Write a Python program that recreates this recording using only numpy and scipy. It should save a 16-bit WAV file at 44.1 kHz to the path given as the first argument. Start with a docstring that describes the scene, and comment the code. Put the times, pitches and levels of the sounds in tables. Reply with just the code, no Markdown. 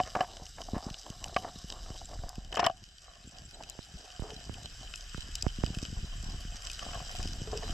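"""On a reef, a small camera in a plastic housing sits beside a diver, and snapping shrimp crackle all round.
Clicks and noise through the housing resonances make the crackle; pushes on tuned wall modes make the knocks,
rubs and scuffs, and two decaying tones the small ticks and hollow taps. Low filtered noise and clicks make
the rumble and gurgle of the flow, falling chirps the pops at the microphone ports. Mono opens to stereo."""
import sys
import numpy as np
from scipy import signal
from scipy.io import wavfile
from scipy.ndimage import uniform_filter1d

SR = 44100
rng = np.random.default_rng(int(sys.argv[2]) if len(sys.argv) > 2 else 0)


def persist_wave(psi):
    """Save psi, clipped to +-1, as 16-bit WAV."""
    counts = np.round(np.clip(psi, -1, 1) * 32767).astype(np.int16)
    wavfile.write(sys.argv[1], SR, np.atleast_2d(counts).T)


N = 340893
T = np.arange(N) / SR

# crackle bed of the reef: [t/s, level/dB]
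REEF_LEVEL = [(0.0, -52.5), (0.34, -55.5), (1.94, -54), (2.58, -58.5), (2.73, -59.5), (3.59, -54.5),
              (4.91, -49.5), (6.59, -48.5), (6.82, -45), (7.49, -47.5), (7.73, -44.5)]
# housing and port resonances for sound in the water, widths before broadening:
# [f/Hz, width/Hz, level in mono/dB, level in stereo/dB]
PORT_MODES = [(405, 370, -12, -12.5), (1576, 625, -3, -3), (2582, 122, -14.5, -2.5), (3028, 316, 2, 2),
              (3977, 640, 1.5, -6.5), (5025, 890, 1.5, -3), (5624, 1700, -1, -4.5), (7517, 534, 1, -1.5),
              (8570, 3000, -74, -18), (10660, 3800, -17.5, -31.5), (12200, 6900, -38, -35)]
MONO_COLUMN, STEREO_COLUMN = 2, 3
# resonances of the difference between the two ports, widths before broadening: [f/Hz, width/Hz, level/dB]
SIDE_MODES = [(1640, 670, -5), (2510, 170, -5), (2980, 530, -1.5), (4000, 350, 0), (5600, 160, -4),
              (9440, 650, -17), (11600, 930, -25)]
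# opening of the stereo image: [t/s, share of the side signal (0 to 1)]
STEREO_OPENING = [(0, 0), (2.27, 0), (2.5, 1), (7.73, 0.88)]
# modes of the housing wall, before damping and hardness: [f/Hz, level/dB, t60/s]
WALL_MODES = [(278, -26.5, 0.016), (452, -27, 0.011), (605, -3, 0.028), (692, 3, 0.05),
              (737.4, -3.5, 0.089), (1090, -0.5, 0.028), (1138, 2.5, 0.06), (1267, -11.5, 0.031),
              (1740, -12, 0.0099), (1710, 0, 0.058), (2580, -24, 0.02), (2995, 0, 0.04),
              (5340, -0.5, 0.0068), (7800, -13, 0.0055)]
# knocks on the housing: [t/s, peak level/dB, hardness/(dB per octave)]
KNOCK_HITS = [(0.0, -12, -7.5), (0.151, -17.5, -0.5), (0.162, -17, -19), (0.195, -31, -14),
              (0.206, -13.5, -0.5), (0.214, -25.5, -13), (0.244, -33.5, -1), (0.583, -35, -4),
              (0.684, -30.5, -20), (1.063, -32.5, -2), (1.122, -44, 0), (1.257, -33, -12), (1.275, -38, -4),
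              (1.293, -38, -3), (1.363, -10.5, -1), (1.446, -25.5, -16), (1.436, -36, -5), (1.481, -35, -9),
              (1.492, -37, -16), (1.86, -38, -5), (2.013, -35.5, -14), (2.112, -39, -5), (2.132, -37, -11),
              (2.235, -32.5, -18), (2.526, -32, 3), (2.543, -30, 3), (2.570, -18, 1), (2.593, -12, 1),
              (2.575, -24, 3), (2.599, -22, 9), (2.608, -29, 3), (2.629, -20.5, -8), (2.641, -20, 6),
              (2.647, -20, 6), (2.655, -22, -2), (2.664, -11, 1), (2.682, -32, 2.5), (2.697, -22, -5),
              (6.863, -32, -21), (6.887, -35, 5), (6.909, -36, -4), (6.931, -32, 6), (6.942, -32, -1),
              (6.95, -29.5, -0.5), (7.001, -35, -14), (7.025, -41, -10), (7.048, -44, -14),
              (7.066, -42.5, -13), (7.092, -46, -6), (7.103, -41.5, -14), (7.148, -35, -15), (7.2, -36, -4),
              (7.219, -47, -10), (7.473, -38, -9), (7.528, -28, -4), (7.63, -34, 4)]
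# rubbing on the housing: [t/s, level/dB]
RUB_LEVEL = [(0.0, -48.5), (0.17, -53), (0.41, -62.5), (0.64, -69), (0.73, -48.5), (1.03, -58), (1.31, -55),
             (1.59, -56), (1.87, -65), (2.43, -58), (2.56, -54), (2.84, -69), (3.44, -64.5), (3.66, -65.5),
             (4.4, -63.5), (5.47, -65.5), (5.77, -55.5), (6.0, -62.5), (6.52, -59), (6.93, -56),
             (7.04, -60), (7.21, -63), (7.73, -57)]
# flow past the ports, before its random swells: [t/s, slow eddy level/dB, gurgle level/dB]
FLOW_LEVELS = [(0.0, -52, -54), (0.54, -51.5, -70), (0.77, -45, -61), (1.12, -57.5, -58.5),
               (1.46, -50, -50), (1.78, -45.5, -66), (2.5, -48.5, -57.5), (2.71, -59, -66.5),
               (3.25, -57.5, -64.5), (3.95, -56.5, -61), (4.25, -55, -59.5), (4.48, -50.5, -53),
               (5.02, -48, -59), (5.36, -43.5, -69), (5.75, -45, -49), (6.2, -38.5, -63.5),
               (6.55, -40.5, -57), (6.76, -46.5, -64), (7.19, -37.5, -50.5), (7.73, -42.5, -46)]
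# single shrimp close by, and at some knocks the bright crack of the hit: [t/s, peak level/dB, brightness/(dB
# per octave)]
NEAR_SNAPS = [(0.033, -31, -10), (0.3677, -33.5, -11), (0.464, -38, -21), (0.615, -29.5, -6),
              (0.9, -34.5, -8), (0.941, -28.5, -14), (1.1, -33, 2), (1.2401, -22.5, -4),
              (1.343, -34.5, -12), (1.586, -34, 2), (1.7, -25, -13.5), (1.722, -27.5, -6), (1.836, -45, 2),
              (2.291, -29.5, 11), (2.354, -41, 2), (2.446, -40, 2), (2.5249, -29.5, -14), (2.541, -34, 7),
              (2.551, -28.5, -4), (2.556, -28.5, -10), (2.566, -39, 13), (2.6623, -24, 12),
              (2.711, -46, -8), (3.634, -35, -4.5), (3.697, -28.5, 15), (4.303, -34, -10),
              (4.5405, -33, -9), (4.631, -36, 6), (4.937, -29, -19), (4.9567, -29.5, 3), (5.2192, -36, -5),
              (5.353, -19.5, 5.5), (5.423, -18, 4.5), (5.6616, -27.5, -4), (5.7464, -30.5, -5.5),
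              (5.785, -31, -6), (5.85, -30, -10), (6.62, -33.5, 2), (6.698, -28.5, -8), (6.714, -29.5, 8),
              (6.731, -32, 6), (6.7914, -29.5, -5.5), (6.946, -31.5, 2), (7.113, -34, -4), (7.227, -28, 2),
              (7.273, -30, 0), (7.5732, -25.5, 5)]
# gritty scuffs along the housing: [t/s, length/s, grit level/dB]
SCUFF_STROKES = [(0.156, 0.1, -47), (0.057, 0.013, -73), (0.278, 0.11, -61), (0.386, 0.076, -58.5),
                 (0.568, 0.066, -54.5), (0.632, 0.14, -62), (0.737, 0.057, -48.5), (0.818, 0.083, -54),
                 (1.032, 0.073, -60), (1.206, 0.15, -61), (1.367, 0.077, -57.5), (1.418, 0.091, -54.5),
                 (1.68, 0.15, -57.5), (1.808, 0.17, -60), (1.99, 0.065, -69), (2.081, 0.093, -59),
                 (2.192, 0.09, -62.5), (2.52, 0.032, -51), (2.56, 0.064, -40.5), (2.614, 0.071, -40.5),
                 (3.515, 0.31, -60), (3.964, 0.1, -64.5), (4.222, 0.11, -55), (4.582, 0.088, -63.5),
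                 (4.824, 0.037, -62.5), (5.437, 0.039, -55), (5.66, 0.1, -61), (6.852, 0.19, -57.5),
                 (7.064, 0.26, -61.5), (7.32, 0.14, -62), (7.429, 0.26, -57)]
# pops at a port: [t/s, peak level/dB, slowness/ms, direction (+1 outward, -1 inward), left minus right/dB]
PORT_POPS = [(0.418, -37, 0.28, -1, -2), (0.733, -21, 0.31, 1, -1), (0.7397, -29.5, 0.21, -1, -2),
             (0.7643, -22, 0.28, -1, 0), (0.865, -25, 0.29, -1, -3), (0.908, -30.5, 0.91, 1, 0),
             (1.1014, -30.5, 0.46, 1, -4), (1.558, -36, 0.23, -1, 0), (1.6422, -32.5, 0.46, 1, 0),
             (1.904, -30.5, 0.39, 1, 6), (2.188, -32.5, 1.5, -1, 3), (2.2357, -30, 3.1, 1, 0),
             (2.38, -27.5, 0.5, -1, -3), (3.2731, -36.5, 0.56, 1, 0.5), (3.79, -31.5, 0.26, -1, -10.5),
             (3.948, -42, 1.1, 1, 3.5), (4.195, -29, 0.72, -1, -10.5), (4.2212, -28.5, 0.5, -1, -11),
             (4.333, -38, 0.15, -1, 0), (4.495, -30, 0.39, -1, -12.5), (5.1455, -30.5, 0.34, 1, 2),
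             (5.1793, -29.5, 0.99, -1, -9.5), (5.288, -38.5, 0.44, -1, 0), (5.432, -35.5, 0.84, -1, 7),
             (5.4657, -18, 0.45, -1, -12), (5.585, -25, 0.83, -1, 0.5), (5.637, -17.5, 0.41, -1, -11.5),
             (5.676, -31, .8, -1, -2), (5.702, -25, 0.54, -1, 0), (5.741, -43, 0.81, -1, 2),
             (5.7692, -23, 0.76, -1, 0), (5.827, -24.5, 0.47, -1, -0.5), (5.883, -34, 1.5, -1, 3.5),
             (5.9, -39, 0.55, 1, 0), (5.927, -27.5, 0.9, -1, 3.5), (5.965, -28, 3.9, 1, 1),
             (6.027, -28, 2.2, 1, 1), (6.043, -31, 0.56, -1, -2), (6.124, -46, 0.79, -1, -3),
             (6.152, -38, 1.2, -1, -2), (6.181, -38, 3.1, 1, 5), (6.235, -35, 0.47, 1, -2),
             (6.26, -32.5, 2.1, 1, 1), (6.286, -33.5, 0.57, -1, 1.5), (6.331, -36.5, 0.82, 1, 2),
             (6.357, -51, 1, 1, 0), (6.409, -43, 0.92, 1, 0), (6.45, -32.5, 0.56, -1, -0.5),
             (6.474, -40, 1.2, 1, 3), (6.52, -40, 1.43, -1, 2), (6.546, -40, 0.7, 1, 2),
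             (6.957, -35.5, 1.3, -1, 0), (7.013, -32, 1.6, -1, 1), (7.195, -30.5, 0.88, 1, 5),
             (7.254, -27.5, 0.58, -1, 2.5), (7.416, -26, 0.43, 1, 1.5)]
# dry ticks of a small part on the housing: [t/s, peak level/dB, f/Hz]
PART_TICKS = [(2.19, -44, 1500), (2.284, -43, 1330), (5.1456, -32, 1420)]
# hollow taps on an air pocket in the housing: [t/s, peak level/dB]
POCKET_TAPS = [(4.243, -40.5), (4.292, -48), (4.32, -42), (7.474, -39), (7.53, -32.5), (7.554, -32),
               (7.576, -37.5), (7.634, -41)]

SNAP_BASS_DB = -9  # snaps hardly stir the resonances below 2 kHz
SNAP_COLOUR_DB = 4  # each resonance flickers by about this much in the snaps of the bed
SNAP_LEFT_DB, SNAP_SCATTER_DB = 3.5, 1.5  # near snaps lean a little to the left
HELD_T60_S = 0.017  # the holding hand damps the modes above 900 Hz
HARD_FROM_DB, HARD_DAMP_DB = 1, 20.5  # above the first, each step of the second halves the ring
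KNOCK_PUSH_MS, KNOCK_ROUGH = 1.8, 3.5  # time to the crest of the push; noise mixed into it
KNOCK_APART_DB = -9  # the wall sounds a little different at each port
THUD_HZ, THUD_WIDTH_HZ, THUD_DB = 200, 270, -19  # the whole camera jolts under a knock
CRACK_DB, CRACK_PER_HARDNESS, CRACK_TILT_DB = -15.5, 0.83, -19.5  # tick of contact, louder when hard
GRIP_S = 0.12  # how long the fingers keep one grip
GRIT_HZ, GRIT_AT_DB, GRIT_DB_PER_OCTAVE = 1325, -50, 20  # louder scuffs reach higher
SOFT_TOP_HZ = 350  # top of a soft pop of 1 ms slowness; slower ones are duller
WOBBLE_HZ, WOBBLE_WIDTH_HZ, WOBBLE_DB = 176.4, 68, 2.5  # middle pitch of a bubble between the ports
TICK_MS = 0.5
POCKET_HZ, POCKET_T60_S = 433, 0.095
LEFT_RIGHT = np.array([[1], [-1]])  # puts a side signal in opposite polarity left and right


def undb(db):
    """Decibels to linear gain."""
    return 10 ** (np.asarray(db, float) / 20)


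def unit(x):
    """Scale to an RMS of 1."""
    return x / np.sqrt(np.mean(x ** 2))


def curve(table):
    """Columns of a table drawn as automation, one value a sample."""
    s, *columns = np.transpose(table)
    return [np.interp(T, s, c) for c in columns]


def band(x, hz, width):
    """Two-pole resonance, gain 1 at the centre."""
    return signal.lfilter(*signal.iirpeak(hz, hz / width, fs=SR), x)


def lowpass(x, order, hz):
    """Roll off the top with a Butterworth filter."""
    return signal.sosfilt(signal.butter(order, hz, fs=SR, output="sos"), x)


def walk(rate):
    """Random levels, a new one every 1 / rate s, smoothed into slopes; spread near 1."""
    k = int(SR / rate)
    steps = np.repeat(rng.standard_normal(N // k + 1), k)
    return 1.56 * uniform_filter1d(steps, k)[:N]


def grains(rate, spread_db):
    """Random clicks, rate of them a second, with a long tail of loud ones."""
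    chance, loudness = rng.random((N, 2)).T
    size = undb(-spread_db * np.log(1 - .975 * loudness))
    return unit((chance < rate / SR) * size * rng.standard_normal(N))


def add(out, s, x, db, pan_db=0):
    """Place a sound at its time, peak level and side."""
    i = int(s * SR)
    x = x[..., :N - i]
    x = x * undb(db) / np.max(np.abs(x))
    out[:, i:i + x.shape[-1]] += x * undb([[pan_db / 2], [-pan_db / 2]])


def ports(x, modes, column, tilt_db=0, flicker_db=0, bass_db=0):
    """Water sound through the housing: steep parallel resonances, each able to flicker on its own."""
    out = 0
    for row in modes:
        hz, width = row[0], 1.11 * row[1]
        db = row[column] + tilt_db * np.log2(max(hz, 3000) / 5000)
        if flicker_db:
            db = db + flicker_db * walk(45)
        if hz < 2000:
            db = db + bass_db
        out = out + undb(db) * band(band(x, hz, width), hz, width)
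    return out


def spike(noise, s, tilt_db):
    """A thin ragged burst of a millisecond or two, heard through the ports."""
    t = np.arange(len(noise)) / SR
    burst = noise * t ** 2 * np.exp(-t / 0.00063)
    column = MONO_COLUMN if s < STEREO_OPENING[1][0] else STEREO_COLUMN
    return ports(burst, PORT_MODES, column, tilt_db=tilt_db, bass_db=SNAP_BASS_DB)


def wall(push, hard_db, damp=0.81, blow=False):
    """Wall modes rung by a push; hardness lifts the upper modes, and grip and place shift them a little."""
    out = 0
    hard_damp = 2 ** (max(hard_db - HARD_FROM_DB, 0) / HARD_DAMP_DB)
    scatter = rng.standard_normal((len(WALL_MODES), 2))
    for (hz, db, t60), (place, grip) in zip(WALL_MODES, scatter):
        db = db + hard_db * np.log2(hz / 700)
        polarity = 1
        if hz > 900:  # upper modes feel the hand and the place of contact
            t60 = min(t60, HELD_T60_S)
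            db = db + 1.6 * place
            polarity = np.sign(place)
        width = np.log(1000) / (np.pi * t60) * hard_damp * damp
        gain = polarity * undb(db)
        hz = hz * (1 + 0.028 * grip)
        if blow:  # even out how strongly this push feeds each mode
            wave = np.exp(2j * np.pi * hz * np.arange(len(push)) / SR)
            fed = np.abs(push @ wave) / np.linalg.norm(push)
            gain = gain / max(fed, .5)
        out = out + gain * band(push, hz, width) / width
    return out


def reef():
    """Countless far snaps melt into hiss, nearer ones crackle in bunches; each comes from its own side."""
    crackle = grains(700, spread_db=3.3) * undb(1.8 * walk(25))
    hiss = undb(3.5) * rng.standard_normal(N)
    side_source = crackle * rng.standard_normal(N) + rng.standard_normal(N)
    side = ports(side_source, SIDE_MODES, column=2, flicker_db=3.0)
    stereo = curve(STEREO_OPENING)[0]
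    mid = 0
    for column, share in ((MONO_COLUMN, 1 - stereo), (STEREO_COLUMN, stereo)):
        far = ports(hiss, PORT_MODES, column, flicker_db=0.75)
        near = ports(crackle, PORT_MODES, column, flicker_db=SNAP_COLOUR_DB, bass_db=SNAP_BASS_DB)
        mid = mid + share * (far + near)
    return undb(curve(REEF_LEVEL)[0]) * (mid + side * LEFT_RIGHT) / np.std(mid)


def knocks():
    """Each knock is a tick of contact, a thud and a short rough push on the wall."""
    out, t = np.zeros((2, N)), np.arange(4000) / SR
    for s, db, hard_db in KNOCK_HITS:
        noise = rng.standard_normal(len(t))
        push = (1 + KNOCK_ROUGH * noise) * t * np.exp(-1000 * t / KNOCK_PUSH_MS)
        top_hz = max(4400.0 * 2 ** (min(hard_db, 0) / 8.6), 900.)  # soft contact is dull
        ring = wall(push, hard_db, blow=True)
        apart = undb(KNOCK_APART_DB) * wall(push, hard_db + 1.5, blow=True) * LEFT_RIGHT
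        add(out, s, lowpass(ring + apart, 2, top_hz), db)
        thud = band(lowpass(push, 2, top_hz), THUD_HZ, THUD_WIDTH_HZ)
        add(out, s, thud, db + THUD_DB - 1.5 * max(hard_db, 0))
        crack = spike(noise[-600:], s, CRACK_TILT_DB)
        add(out, s, crack, db + CRACK_DB + CRACK_PER_HARDNESS * hard_db)
    return out


def rub():
    """Light stick-slip of fingers keeps the wall humming; every new grip shifts the modes."""
    slips = grains(700, spread_db=2.0) * undb(4.0 * walk(20))
    slips = lowpass([slips, slips * rng.standard_normal(N)], 2, 1800.)  # mid and side
    n, out = int(GRIP_S * SR), np.zeros((2, N + SR))
    for i in range(0, N, n):
        with_tail = np.pad(slips[:, i:i + n], ((0, 0), (0, 2500)))  # room to ring on
        rung = wall(with_tail, 1.1, damp=1.1)
        out[:, i:i + rung.shape[1]] += rung
    mid, side = unit(out[0, :N]), unit(out[1, :N])
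    return undb(curve(RUB_LEVEL)[0]) * (mid + undb(-5.5) * side * LEFT_RIGHT)


def flow():
    """Slow eddies press on both ports alike; small ones gurgle in soft lumps."""
    eddy_db, gurgle_db = curve(FLOW_LEVELS)
    eddies = band(band(band(rng.standard_normal(N), 29.7, 25.0), 38.0, 110.0), 35.5, 60.0)
    eddies = unit(eddies) * undb(1.94 * walk(9.9))
    lumps = band(band(band(grains(260, spread_db=2.0), 52.0, 156.0), 72.0, 260.0), 67.0, 190.0)
    lumps = unit(lumps) * undb(4.0 * walk(10))
    side = unit(band(band(rng.standard_normal(N), 52.0, 100.), 70., 203.0))
    both = undb(eddy_db) * eddies + undb(gurgle_db) * lumps
    return both + undb(eddy_db - 27.5) * side * LEFT_RIGHT


def snaps():
    """Single shrimp close by, and the bright cracks of some knocks, each a ragged spike through the housing
    resonances."""
    out = np.zeros((2, N))
    for s, db, tilt_db in NEAR_SNAPS:
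        pan_db = SNAP_LEFT_DB + SNAP_SCATTER_DB * rng.standard_normal()
        add(out, s, spike(rng.standard_normal(600), s, tilt_db), db, pan_db)
    return out


def scuffs():
    """Dense uneven grit with a quick fade at each end; part of it rings the wall."""
    out = np.zeros((2, N))
    slips = grains(2000, spread_db=3.0) * undb(3.0 * walk(50))
    slips = np.array([slips, slips * rng.standard_normal(N)])  # mid and side
    for s, length, db in SCUFF_STROKES:
        top_hz = GRIT_HZ * 2 ** ((db - GRIT_AT_DB) / GRIT_DB_PER_OCTAVE)
        i, n = int(s * SR), int(length * SR)
        grit = slips[:, i:i + n] * signal.windows.tukey(n, .3)
        grit = np.pad(grit, ((0, 0), (0, 2000)))[:, :N - i]  # room to ring on
        grit = signal.sosfilt(signal.butter(3, [180., top_hz], "band", fs=SR, output="sos"), grit)
        mid, side = unit(grit) + undb(-5.0) * unit(wall(grit, 2.1))
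        out[:, i:i + len(mid)] += undb(db) * (mid + undb(-12.5) * side * LEFT_RIGHT)
    return out


def pops():
    """A trapped bubble slips at a port: a tick whose pitch falls fast into a thump."""
    out, t = np.zeros((2, N)), np.arange(4000) / SR
    for s, db, ms, way, pan_db in PORT_POPS:
        at_one_port = abs(pan_db) > 4
        u = 1000 * t / ms  # time stretched by the slowness
        swing = np.cos(np.pi * np.log1p(u)) / (1 + u / 9) ** 1.5
        # the water pushes one way, then eases back
        lean = 2.2 * u / 6 * np.exp(-u / 5) - .15 * np.exp(-u / 40)
        # only a slip right at one port keeps its tick
        top_hz = 3500. if at_one_port else min(SOFT_TOP_HZ / ms ** .5, 900.)
        pop = lowpass((swing + lean) * (1 - np.exp(-u / 0.34)), 3, top_hz)
        if not at_one_port:  # a bubble between the ports wobbles on
            wobble_hz = WOBBLE_HZ * 2 ** (0.43 * rng.standard_normal())
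            pop = pop + undb(WOBBLE_DB) * band(pop, wobble_hz, WOBBLE_WIDTH_HZ)
        add(out, s, way * pop, db, pan_db)
    return out


def ticks():
    """A small part ticks on the housing: a sine that swells and dies within milliseconds."""
    out, t = np.zeros((2, N)), np.arange(4000) / SR
    for s, db, hz in PART_TICKS:
        add(out, s, np.sin(2 * np.pi * hz * t) * t * np.exp(-1000 * t / TICK_MS), db)
    return out


def taps():
    """An air pocket in the housing answers a tap with one hollow, soft-edged decaying tone."""
    out, t = np.zeros((2, N)), np.arange(4000) / SR
    ring = np.sin(2 * np.pi * POCKET_HZ * t) * np.exp(-np.log(1000) * t / POCKET_T60_S)
    for s, db in POCKET_TAPS:
        add(out, s, ring * (1 - np.exp(-t / 0.0013)), db)
    return out


def scene():
    """Mix all layers at the two ports."""
    return reef() + knocks() + rub() + flow() + snaps() + scuffs() + pops() + ticks() + taps()


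def record(dry):
    """The recorder sums its ports at first, then opens to stereo; it cuts the lowest bass and the top."""
    mid = (dry[0] + dry[1]) / 2
    side = (dry[0] - dry[1]) / 2 * curve(STEREO_OPENING)[0]
    out = signal.sosfilt(signal.butter(2, 22., "high", fs=SR, output="sos"), mid + side * LEFT_RIGHT)
    out = lowpass(out, 4, 13500.)
    return signal.sosfilt(signal.ellip(10, .2, 80, 15700, fs=SR, output="sos"), out)  # steep top edge


dry = scene()
out = record(dry)
persist_wave(out)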